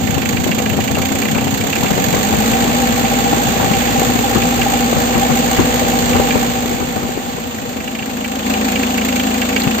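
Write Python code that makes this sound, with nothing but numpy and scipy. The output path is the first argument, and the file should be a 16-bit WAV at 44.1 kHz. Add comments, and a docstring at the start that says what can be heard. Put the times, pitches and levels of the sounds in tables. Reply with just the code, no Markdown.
"""A four-cylinder diesel under an open bonnet, heard from just above the radiator.
It starts at idle, each firing knocking the block and ticking the injectors, while the fan's draught
buffets the microphone. Near 2 s it revs up: the intake booms, the fan hums, and it holds a fast idle.
From about 6 s that run fades away as a slow idle fades in. Just before the end the radiator cap
clicks as a hand turns it."""
import sys
import numpy as np
from scipy import signal
from scipy.fft import rfft, irfft, next_fast_len
from scipy.io import wavfile
from scipy.ndimage import uniform_filter1d

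SR = 44100
rng = np.random.default_rng(int(sys.argv[2]) if len(sys.argv) > 2 else 0)


def to_wav(s):
    """Save 16-bit WAV."""
    ch = np.atleast_2d(s).T  # columns
    pcm = np.round(np.clip(ch, -1, 1) * 32767)  # PCM
    wavfile.write(sys.argv[1], SR, pcm.astype(np.int16))


N = 432180
TIME = np.arange(N) / SR
IDLE_RATE, FAST_RATE = 27.2, 57  # firings per second


def amp(db):
    """Decibels to gain."""
    return 10 ** (np.asarray(db) / 20)


def curve_at(points, hz):
    """Look up a curve on a log-frequency axis."""
    points_hz, values = np.transpose(points)
    return np.interp(np.log(hz + 1), np.log(points_hz), values)


def automation(rows):
    """Draw each column of a timed table as a curve over the whole scene."""
    times, *columns = np.transpose(rows)
    return [np.interp(TIME, times, column) for column in columns]


def wander(per_s):
    """Smooth random modulation of unit size."""
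    count = int(N / SR * per_s) + 2
    slow = np.fft.irfft(rfft(rng.standard_normal(8192))[:count], 8192)
    return np.interp(TIME, np.linspace(0, N / SR, len(slow)), slow / slow.std())


def colour(x, spectrum, modes=()):
    """Minimum-phase EQ of unit energy: a broad curve plus resonances that ring after each blow."""
    size = 4096
    hz = abs(np.fft.fftfreq(size, 1 / SR))
    peaks_db = sum(top / (1 + (2 * (hz - centre) / width) ** 2) for centre, width, top in modes)
    log_gain = np.log(amp(curve_at(spectrum, hz) + peaks_db))
    impulse = np.fft.ifft(np.exp(np.conj(signal.hilbert(log_gain)))).real[:size // 2]
    return signal.oaconvolve(x, impulse[None] / np.linalg.norm(impulse), axes=1)[:, :N]


def pan(db):
    """Constant-power stereo gains; positive dB leans left."""
    gains = amp(np.array([db, -db]).reshape(2, -1) / 2)
    return gains / np.sqrt(np.mean(gains ** 2, 0))


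def fader(travel, range_db):
    """Gain of a tapered fader, from shut at 0 to open at 1."""
    return (amp(range_db * np.clip(travel, 0, 1)) - 1) / (amp(range_db) - 1)


def crossings(count):
    """Samples at which a count passes a whole number."""
    return np.flatnonzero(np.diff(np.floor(count)) > 0)


def blows(at, db, rise_s, decay_s):
    """Envelope of blows at given samples, each swelling and dying away."""
    train = np.bincount(np.clip(at, 0, N - 1).astype(int), amp(db), N)
    t = np.arange(SR // 6) / SR
    shape = (1 - np.exp(-t / rise_s)) ** 2 * np.exp(-t / decay_s)
    return signal.oaconvolve(train, shape / shape.max())[:N]


def tone(cycles, db, waver, lag_rad, pan_db):
    """A sine wavering in level and phase, lagging on the right."""
    wobble = 1 + waver * (wander(5.2) + 1j * wander(10))
    line = amp(db) * np.sqrt(2) * np.exp(2j * np.pi * (cycles % 1)) * wobble
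    return np.array([line.real, (line * np.exp(-1j * lag_rad)).real]) * pan(pan_db)


def ringing(hz, width_hz):
    """A stereo noise band of unit size around a pitch that may move."""
    pole = np.exp(-np.pi * width_hz / SR)
    noise = rng.standard_normal((2, N)) + 1j * rng.standard_normal((2, N))
    low = signal.lfilter([1], [1, -2 * pole, pole * pole], noise)
    band = (low * np.exp(2j * np.pi * np.cumsum(hz * np.ones(N)) / SR)).real
    return band / band.std()


# Rumble of the draught. Each row: frequency in Hz, level in dB.
RUMBLE_EQ = [(25, -30), (50, -25), (80, 1), (120, 1.5), (180, 2), (300, -7), (500, -15), (900, -16),
             (2000, -65.5)]

def rumble(level_db):
    """Turbulent air strikes each microphone port separately in a lumpy flow."""
    lumps_db = 4.5 * np.tanh(wander(40))
    return colour(rng.standard_normal((2, N)) * amp(level_db + lumps_db), RUMBLE_EQ)


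# Short, sharp eddies. Each row: time in seconds, level in dB, pitch in Hz.
EDDIES = [(0.181, -8.5, 290), (0.316, -12, 370), (0.466, -6, 370), (0.493, -8, 600), (0.602, -10, 470),
          (0.732, -11, 470), (0.736, -14, 170), (0.781, -6.5, 180), (0.791, -6, 597), (1.035, -12, 600),
          (1.116, -6, 285), (1.382, -7, 600), (1.472, -4.5, 704), (1.777, -7, 600), (1.83, -8, 700),
          (1.98, -9, 470), (2.131, -10, 150), (2.141, -4, 650), (2.165, -5, 420), (2.181, -6.5, 300),
          (2.343, -7, 370), (3.332, -3, 290), (3.372, -7, 370), (3.497, -11, 370), (3.6, -7, 760),
          (3.605, -7, 170), (3.617, -9, 300), (3.63, -8, 600), (3.644, -12, 300), (3.714, -3.5, 184),
          (4.019, -4, 370), (4.1, -8, 368), (4.93, -4, 600), (4.966, -5, 374), (5.186, -8, 370),
          (5.292, -11, 470), (5.596, -4, 372), (5.821, -8, 470), (6.159, -8, 470), (6.2, -1, 466),
          (6.357, -4, 470), (6.659, -9, 370), (6.711, -9, 400), (6.824, -9, 370), (6.966, -12, 600),
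          (7.093, -13, 470), (7.176, -8.5, 370), (7.385, -11, 400), (7.762, -17, 400), (9.673, -6.5, 140)]
# Pop of an eddy. Each row: frequency in Hz, level in dB.
POP_EQ = [(60, -10), (150, -1.5), (400, 2), (700, -2), (1200, -10), (2000, -20), (8000, -40)]

def eddies(draught_db, stray_per_s=12, lead_s=.004, width_cycles=.75):
    """Eddies pop on the ports, some at random; the cued ones also push and pull as they pass."""
    stray_at = np.flatnonzero(rng.random(N) < stray_per_s / SR)
    stray_db = draught_db[stray_at] + 1 + 6 * rng.random(len(stray_at))
    cue_s, cue_db, _ = np.transpose(EDDIES)
    at = np.r_[stray_at, (cue_s - lead_s) * SR]
    pops = blows(at, np.r_[stray_db, cue_db - 9], rise_s=.002, decay_s=.005)
    reach = SR // 30
    t = np.arange(-reach, reach) / SR
    swirls = np.zeros(N + len(t))
    for time_s, db, hz in EDDIES:
        push = np.exp(-.5 * (t * hz / width_cycles) ** 2) * np.sin(2 * np.pi * (hz * t + rng.random()))
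        swirls[round(time_s * SR):][:len(t)] += amp(db - 5) * push
    return colour(rng.standard_normal((2, N)) * pops, POP_EQ) + swirls[reach:][:N]


# The strongest buffets. Each row: start in seconds, level in dB.
BUFFET_CUES = [(0.461, -12), (0.767, -12), (0.972, -7.5), (1.351, -6.5), (1.468, -24), (1.829, -7),
               (1.898, -6), (2.126, -11), (2.168, -12), (2.317, -8), (3.327, -12), (3.593, -9), (3.629, -8),
               (3.703, -13), (4.346, -1), (4.958, -9), (5.145, -4), (5.29, -4), (5.58, 1.5), (5.807, -14),
               (6.142, -2), (6.186, -12), (6.343, -4), (6.797, -7), (6.955, -8), (7.02, -11.5), (8.5, -30),
               (9.663, -16)]
# Thud of a buffet. Each row: frequency in Hz, level in dB.
THUD_EQ = [(30, -20), (80, -3.5), (150, -5.5), (350, -7), (700, -19), (1200, -17.5), (2500, -34.5),
           (8000, -52)]

def buffets():
    """Big lumps of air thud against the microphone."""
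    start_s, db = np.transpose(BUFFET_CUES)
    thuds = blows(start_s * SR, db - 9, rise_s=.0071, decay_s=.017)
    return colour(rng.standard_normal((2, N)) * thuds, THUD_EQ)


# Strength of the draught in the revved run. Each row: time in seconds, level in dB.
DRAUGHT_RIDE = [(0, -23), (2.3, -25.5), (3.2, -26), (6, -27.5)]

def draught(fade, fade_share=.41):
    """Fan air hits the microphone, mostly on the left; its rumble outlasts the revved run's fade."""
    level_db = automation(DRAUGHT_RIDE)[0] + fade_share * 20 * np.log10(fade + .003)
    return rumble(level_db + 2) * pan(7.5) + (eddies(level_db) + buffets()) * pan(11.5)


# Light metal clicks. Each row: start in seconds, level in dB, pitch in Hz, bandwidth in Hz.
CLICK_CUES = [(1.152, -18, 8000, 5000), (9.6184, -15, 4230, 900)]

def clicks():
    """Two small, dry clicks of metal, the second as a hand turns the radiator cap."""
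    return sum(blows(np.array([start_s * SR]), [db], rise_s=.0005, decay_s=.003) * ringing(hz, width)
               for start_s, db, hz, width in CLICK_CUES)


# Fan blade tones and engine orders that sing out at fast idle.
# Each row: multiple of the firing rate, level in dB.
SINGING_TONES = [(4.2543, -21.2), (4.5, -32.5), (8.5086, -31.5), (8.75, -36), (9, -33.5)]

def singing(firings, speed):
    """Fan blade tones and engine orders grow steeply with speed, then level off at fast idle."""
    speed_db = -42 * np.log2(speed / FAST_RATE) ** 2
    return sum(tone(order * firings, db + speed_db, waver=.018, lag_rad=.093, pan_db=.5)
               for order, db in SINGING_TONES)


# Boom of the intake. Each row: frequency in Hz, level in dB.
INTAKE_BOOM = [(105, -45), (160, -41), (180, -30), (200, -28), (215, -22), (221, -24), (226, -29.5)]

def intake(firings, speed, order=4, late_firings=.19):
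    """The intake booms as the fourth order glides up into it, then beats against the fan."""
    boom_db = curve_at(INTAKE_BOOM, order * speed)
    return tone(order * (firings - late_firings), boom_db, waver=.07, lag_rad=.35, pan_db=1.6)


# Engine orders. Each row: multiple of the firing rate, level in dB.
HUM_ORDERS = [(1, 5.5), (2, -2.5), (3, 0.5), (5, -3.5), (6, -5), (7, -3), (8, -1), (9, 1.3), (9.5, -13.5),
              (9.75, -5), (10, -4), (11, -10), (13, 6), (17, -8), (18, 2)]
# Boom of the engine bay. Each row: frequency in Hz, level in dB.
BAY_BOOM = [(27, -74), (55, -35.5), (82, -34.5), (115, -31), (140, -61.5), (170, -34.5), (192, -27.5),
            (212, -21), (250, -23.5), (278, -24.5), (310, -47), (500, -38.5), (800, -55.5), (1100, -66)]

def hum(firings, speed, late_firings=.069):
    """Firing orders swell as they sweep through the boom of the bay."""
    drone = 0
    for order, db in HUM_ORDERS:
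        smear = order ** 2 / 4  # the bay spreads each pulse in time, so the drone is even
        cycles = order * (firings - late_firings) + smear
        drone += tone(cycles, db + curve_at(BAY_BOOM, order * speed), waver=.08, lag_rad=.35, pan_db=1.6)
    return drone


# Cycles in which the valve gear rings harder. Each row: time in seconds, boost in dB.
VALVE_ACCENTS = [(2.551, 5), (2.836, 4), (2.977, 3), (3.12, 4), (3.33, 5), (3.402, 4), (3.473, 3),
                 (3.542, 3), (3.821, 3), (3.964, 5), (4.033, 4), (4.243, 4), (4.315, 4), (4.455, 3),
                 (4.528, 5), (4.597, 4), (4.667, 7), (4.738, 7), (5.234, 4), (5.517, 3), (5.796, 5),
                 (5.94, 4), (6.22, 4), (6.431, 6)]

def valve_ring(firings, speed, ring_hz=786, ring_db=-21.5, cycle_place=.61, near_s=.03):
    """Once every four firings a part of the valve gear rings, harder at speed."""
    at = crossings(firings / 4 - cycle_place)
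    accent_s, boost_db = np.transpose(VALVE_ACCENTS)
    accent_db = (abs(at[:, None] / SR - accent_s) < near_s) @ boost_db
    envelope = blows(at, ring_db + accent_db + rng.standard_normal(len(at)), rise_s=.008, decay_s=.009)
    cycles = np.cumsum(ring_hz + 11 * wander(50)) / SR
    speed_db = 26 * np.log10(speed / FAST_RATE)
    return envelope * tone(cycles, speed_db, waver=.15, lag_rad=1, pan_db=-4.5)


# How alike the two microphone ports sound. Each row: frequency in Hz, likeness from 0 to 1.
PORT_LIKENESS = [(70, .05), (95, .98), (300, .98), (380, 0.6), (500, 0.65), (800, 0.65), (1400, 0.35),
                 (2700, 0.3), (4000, .1), (16000, .1)]
# Their balance. Each row: frequency in Hz, left minus right in dB.
PORT_BALANCE = [(100, 5), (240, -3), (400, -4.5), (800, -1.5), (1150, -0.5), (2400, -7), (5500, -3.5),
                (7000, -11.5), (8500, -1), (14000, -9)]

def port_noise(lead_s=.00041):
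    """White noise from the engine at two ports: partly alike, reaching the left one first."""
    size = next_fast_len(N)
    hz = np.fft.rfftfreq(size, 1 / SR)
    left, unrelated = rfft(rng.standard_normal((2, size)))
    alike = np.clip(curve_at(PORT_LIKENESS, hz), 0, 1)
    right = alike * left * np.exp(-2j * np.pi * hz * lead_s) + np.sqrt(1 - alike ** 2) * unrelated
    return irfft(np.array([left, right]) * pan(curve_at(PORT_BALANCE, hz)), size)[:, :N]


# Colours of gear, belt and fan-air whirr, of injector and valve ticks, and of combustion knock.
# Each row: frequency in Hz, level in dB.
WHIRR_EQ = [(40, -19.5), (130, -1.5), (240, 4), (400, 5.5), (650, 7), (1050, 2), (2000, -4.5), (3000, -2.5),
            (4600, -5.5), (5000, -12.5), (6000, -10), (6500, -1.5), (7600, -3.5), (8000, -11),
            (12000, -16.5), (15000, -8)]
TICK_EQ = [(200, -17), (1000, -2), (1600, 5.5), (3000, -1), (4600, 0.5), (5000, -9), (6000, -2.5),
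           (6500, 5), (7600, 5), (8000, -3.5), (11500, -7.5), (14000, 1), (15500, -6.5)]
KNOCK_EQ = [(100, -17.5), (400, 6), (1000, -9), (1600, 2), (2400, -4.5), (3000, 0.5), (3700, -10),
            (5000, -8.5), (7000, -19), (9000, -28.5), (16000, -37)]
# Resonances of block, covers and bay. Each row: centre in Hz, width in Hz, boost in dB.
BLOCK_MODES = [(239, 81, 10), (487.5, 36, 7.5), (780.5, 60, 12), (1146, 18, 6.5), (1820, 110, 2.5),
               (1967, 34, 2.5), (2240, 31, 5), (2730, 55, 3), (3470, 66, 6)]

def block(whirr, ticks, knocks):
    """Three forces shake the same metal, each as noise of its own colour."""
    layers = (whirr, WHIRR_EQ), (ticks, TICK_EQ), (knocks, KNOCK_EQ)
    return sum(colour(port_noise() * force, eq, BLOCK_MODES) for force, eq in layers)


# Ticks within one firing. Each row: place from 0 to 1, level in dB.
TICK_PATTERN = [(.92, 1.5), (.04, 0), (.22, -7), (.42, -4.5)]

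def tick_force(firings, firing_scatter_db=1.8, tick_scatter_db=1.6):
    """Injectors and valves tick at set crank angles, each firing a little harder or softer."""
    firing_db = firing_scatter_db * rng.standard_normal(int(firings[-1]) + 2)
    power = 0
    for place, db in TICK_PATTERN:
        at = crossings(firings - place)
        chance_db = firing_db[np.round(firings[at]).astype(int)]
        chance_db += tick_scatter_db * rng.standard_normal(len(at))
        power += blows(at, db + chance_db, rise_s=.0005, decay_s=.0048) ** 2
    return np.sqrt(power)


# Knock of the cylinders in firing order. Each entry: level in dB.
CYLINDER_DB = [2.5, -1.5, 1.5, -.5]

def knock_force(firings, scatter_db=1.3):
    """One blow a firing; the four cylinders differ, and so does every burn."""
    at = crossings(firings)
    cylinder = np.round(firings[at]).astype(int) % len(CYLINDER_DB)
    db = np.array(CYLINDER_DB)[cylinder] + scatter_db * rng.standard_normal(len(at))
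    return blows(at, db, rise_s=.001, decay_s=.0095)


def clatter(knocks, centre_hz=2500, stray_hz=300, ring_s=.003, slap_s=.014):
    """Each knock sets a different patch of wall ringing, and the piston slaps once more just after."""
    pitch_hz = centre_hz + stray_hz * wander(IDLE_RATE)
    pole = np.exp(-1 / (ring_s * SR))
    force = np.maximum(knocks, signal.lfilter([1 - pole], [1, -pole], knocks))
    slap = .25 * np.pad(force, ((0, 0), (round(slap_s * SR), 0)))[:, :N]
    return amp(-1) * np.hypot(force, slap) * ringing(pitch_hz, width_hz=750) * pan(-4)


# The hardest combustion knocks. Each row: start in seconds, level in dB, centre of the ring in Hz.
HARD_BURNS = [(0.2194, -19, 2760), (0.2558, -16, 2460), (0.3686, -12.5, 2570), (0.5148, -10.5, 2650),
              (0.5858, -15.5, 2310), (0.6583, -14, 1980), (0.698, -15, 2390), (0.8076, -17, 2700),
              (0.878, -15, 2370), (0.9503, -15, 2580), (1.0197, -17, 2480), (1.055, -16, 2360),
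              (1.2209, -14.5, 2540), (1.2529, -15.5, 2160), (1.284, -16, 2110), (1.3475, -17, 2340),
              (1.3835, -15.5, 2320), (1.61, -14.5, 2450), (1.7288, -11, 2420), (1.7578, -13.5, 2210),
              (1.8615, -16.5, 2320), (2.1299, -17, 2480), (2.3515, -17.5, 1780), (2.5338, -14, 2170),
              (2.926, -18, 2280), (3.0491, -17, 2260), (3.7358, -14.5, 2250), (3.8041, -12.5, 2070),
              (3.8741, -15, 2090), (4.0142, -18, 1980), (4.4217, -14, 2460), (4.6148, -10, 2620),
              (4.737, -16.0, 2470), (5.1444, -14.5, 2150), (5.5724, -13.5, 1840), (6.1302, -15, 2300),
              (6.3065, -11, 2240), (7.8033, -22, 2270), (7.8765, -19.5, 2500), (7.9498, -20, 2320),
              (7.9881, -18, 2530), (8.0236, -20, 2260), (8.2443, -17.5, 2210), (8.538, -17, 2580),
              (8.757, -12, 2290), (8.831, -16, 2340), (8.978, -11.5, 2340), (9.0142, -15.5, 2390),
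              (9.0867, -15.5, 2060), (9.1617, -14.5, 2480), (9.1965, -14, 2330), (9.4167, -9.5, 2900),
              (9.4891, -21, 2190), (9.5628, -7.5, 2560), (9.636, -23, 2190), (9.7124, -27, 2280)]
# Modes of the cylinder wall. Each row: pitch in Hz, level in dB, seconds to fall by 60 dB.
WALL_MODES = [(1650, -1.5, 0.028), (2025, -4, 0.029), (2356, -2, 0.044), (2758, 0.5, 0.04),
              (3140, -0.5, 0.023), (4600, -8, 0.028)]

def wall_ring(gain_db=-4, rise_s=.0012, reach_hz=600, focus_db=6, detune=.02):
    """A hard burn rings the wall, most of all near its own pitch; the piston strikes and rebounds."""
    contacts = [(0, 0), (.0035, -3), (.013, -11)]  # Each row: delay in seconds, level in dB.
    t = np.arange(SR // 12) / SR
    hz, mode_db, t60 = np.transpose(WALL_MODES)[:, :, None]
    envelope = 2 * (1 - np.exp(-t / rise_s)) * np.exp(-np.log(1000) * t / t60)
    out = np.zeros((2, N + len(t)))
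    for start_s, burn_db, pitch_hz in HARD_BURNS:
        weights = amp(mode_db - focus_db * np.minimum(abs(hz - pitch_hz) / reach_hz, 1))
        weights /= np.linalg.norm(weights)
        for delay_s, contact_db in contacts:
            cycles = hz * t * (1 + detune * rng.standard_normal(hz.shape)) + rng.random(hz.shape)
            stereo_shift = .3 * rng.random((2, len(hz), 1))
            ring = (weights * envelope * np.sin(2 * np.pi * (cycles + stereo_shift))).sum(1)
            at = round((start_s + delay_s) * SR)
            out[:, at:at + len(t)] += amp(burn_db + contact_db + gain_db) * ring
    return out[:, :N] * pan(-5)


def hard_knock_force():
    """The hardest burns hit the block with a sharper blow."""
    start_s, db, _ = np.transpose(HARD_BURNS)
    return blows(start_s * SR, db - 8.5, rise_s=.0004, decay_s=.0075)


def engine(speed, start_firing, hum_db, whirr_db, tick_db, knock_db, pan_db, singing_db=0):
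    """One run: its tones, and the forces of its whirr, ticks and knocks, following speed and load."""
    firings = start_firing + np.cumsum(speed) / SR
    octaves = np.log2(speed / IDLE_RATE)
    pickup = uniform_filter1d(np.gradient(speed) * SR, size=8192)
    load = np.tanh(pickup / 7.6)  # speeding up takes more fuel
    advance = .11 * octaves  # in firings: injection comes earlier at speed
    tones = amp(hum_db + octaves) * hum(firings, speed) + intake(firings, speed)
    tones += amp(singing_db) * singing(firings, speed) + valve_ring(firings, speed)
    whirr = amp(whirr_db + 5.5 * octaves + .7 * wander(270))  # gears and belts, slightly grainy
    ticks = amp(tick_db + 1.2 * octaves + 1.5 * load) * tick_force(firings + advance)
    knocks = amp(knock_db - 2.5 * octaves - .5 * load) * knock_force(firings + advance / 2)
    return [tones] + [force * pan(pan_db) for force in (whirr, ticks, knocks)]


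# Speed of the revved run and of the slow idle. Each row: time in seconds, firings per second.
REV_CURVE = [(0.0, 27.08), (0.88, 27.44), (1.26, 31.51), (1.58, 30.08), (1.99, 45.17), (2.46, 54.29),
             (2.77, 56.81), (3.88, 57.01), (4.64, 56.49), (5.64, 56.87), (6.54, 56.54)]
IDLE_CURVE = [(8.43, 27.24), (9.21, 27.36), (9.8, 27.14)]
# The microphone drifts over the revved engine, towards the fan.
# Each row: time in seconds, pan of the metal sounds in dB, level of the singing tones in dB.
MIC_DRIFT = [(0, -3.5, 0), (2.1, 0, -5), (2.6, 3, 1), (3.6, 1.5, -4), (4.7, 3.5, 0), (6.4, 2, 1)]

def scene(fade_start_s=6.25, fade_end_s=8.45, step_db=4):
    """The revved run crossfades into the slow idle; both shake the same block and covers."""
    drift_db, singing_db = automation(MIC_DRIFT)
    revved = engine(automation(REV_CURVE)[0], start_firing=2.07, hum_db=-3.5, whirr_db=-4,
                    tick_db=-1.5, knock_db=-5.5, pan_db=drift_db, singing_db=singing_db)
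    idle = engine(automation(IDLE_CURVE)[0], start_firing=3.43, hum_db=-1.3, whirr_db=-.33,
                  tick_db=.98, knock_db=-1.6, pan_db=4.5)
    travel = (TIME - fade_start_s) / (fade_end_s - fade_start_s)
    held_down = uniform_filter1d(1. * (travel < 1), size=1024)  # the idle steps up as the fade ends
    fade_out = fader(1 - travel, range_db=21)
    fade_in = fader(travel, range_db=12.5) * amp(-step_db * held_down)
    tones, whirr, ticks, knocks = (fade_out * a + fade_in * b for a, b in zip(revved, idle))
    knocks = np.maximum(amp(-21) * knocks, hard_knock_force())
    metal = block(amp(-18.5) * whirr, amp(-21.5) * ticks, knocks)
    return tones + metal + clatter(knocks) + wall_ring() + clicks() + draught(fade_out)


def record(dry):
    """Peaks clip at full scale; the treble has a deep notch and a steep upper edge."""
    notch_hz, edge_hz = (8700, 11480), 15560
    band = signal.firwin(511, [*notch_hz, edge_hz], pass_zero=True, window=("kaiser", 7), fs=SR)
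    return signal.oaconvolve(np.clip(dry, -1, 1), band[None], "same", axes=1)


dry = scene()
out = record(dry)
to_wav(out)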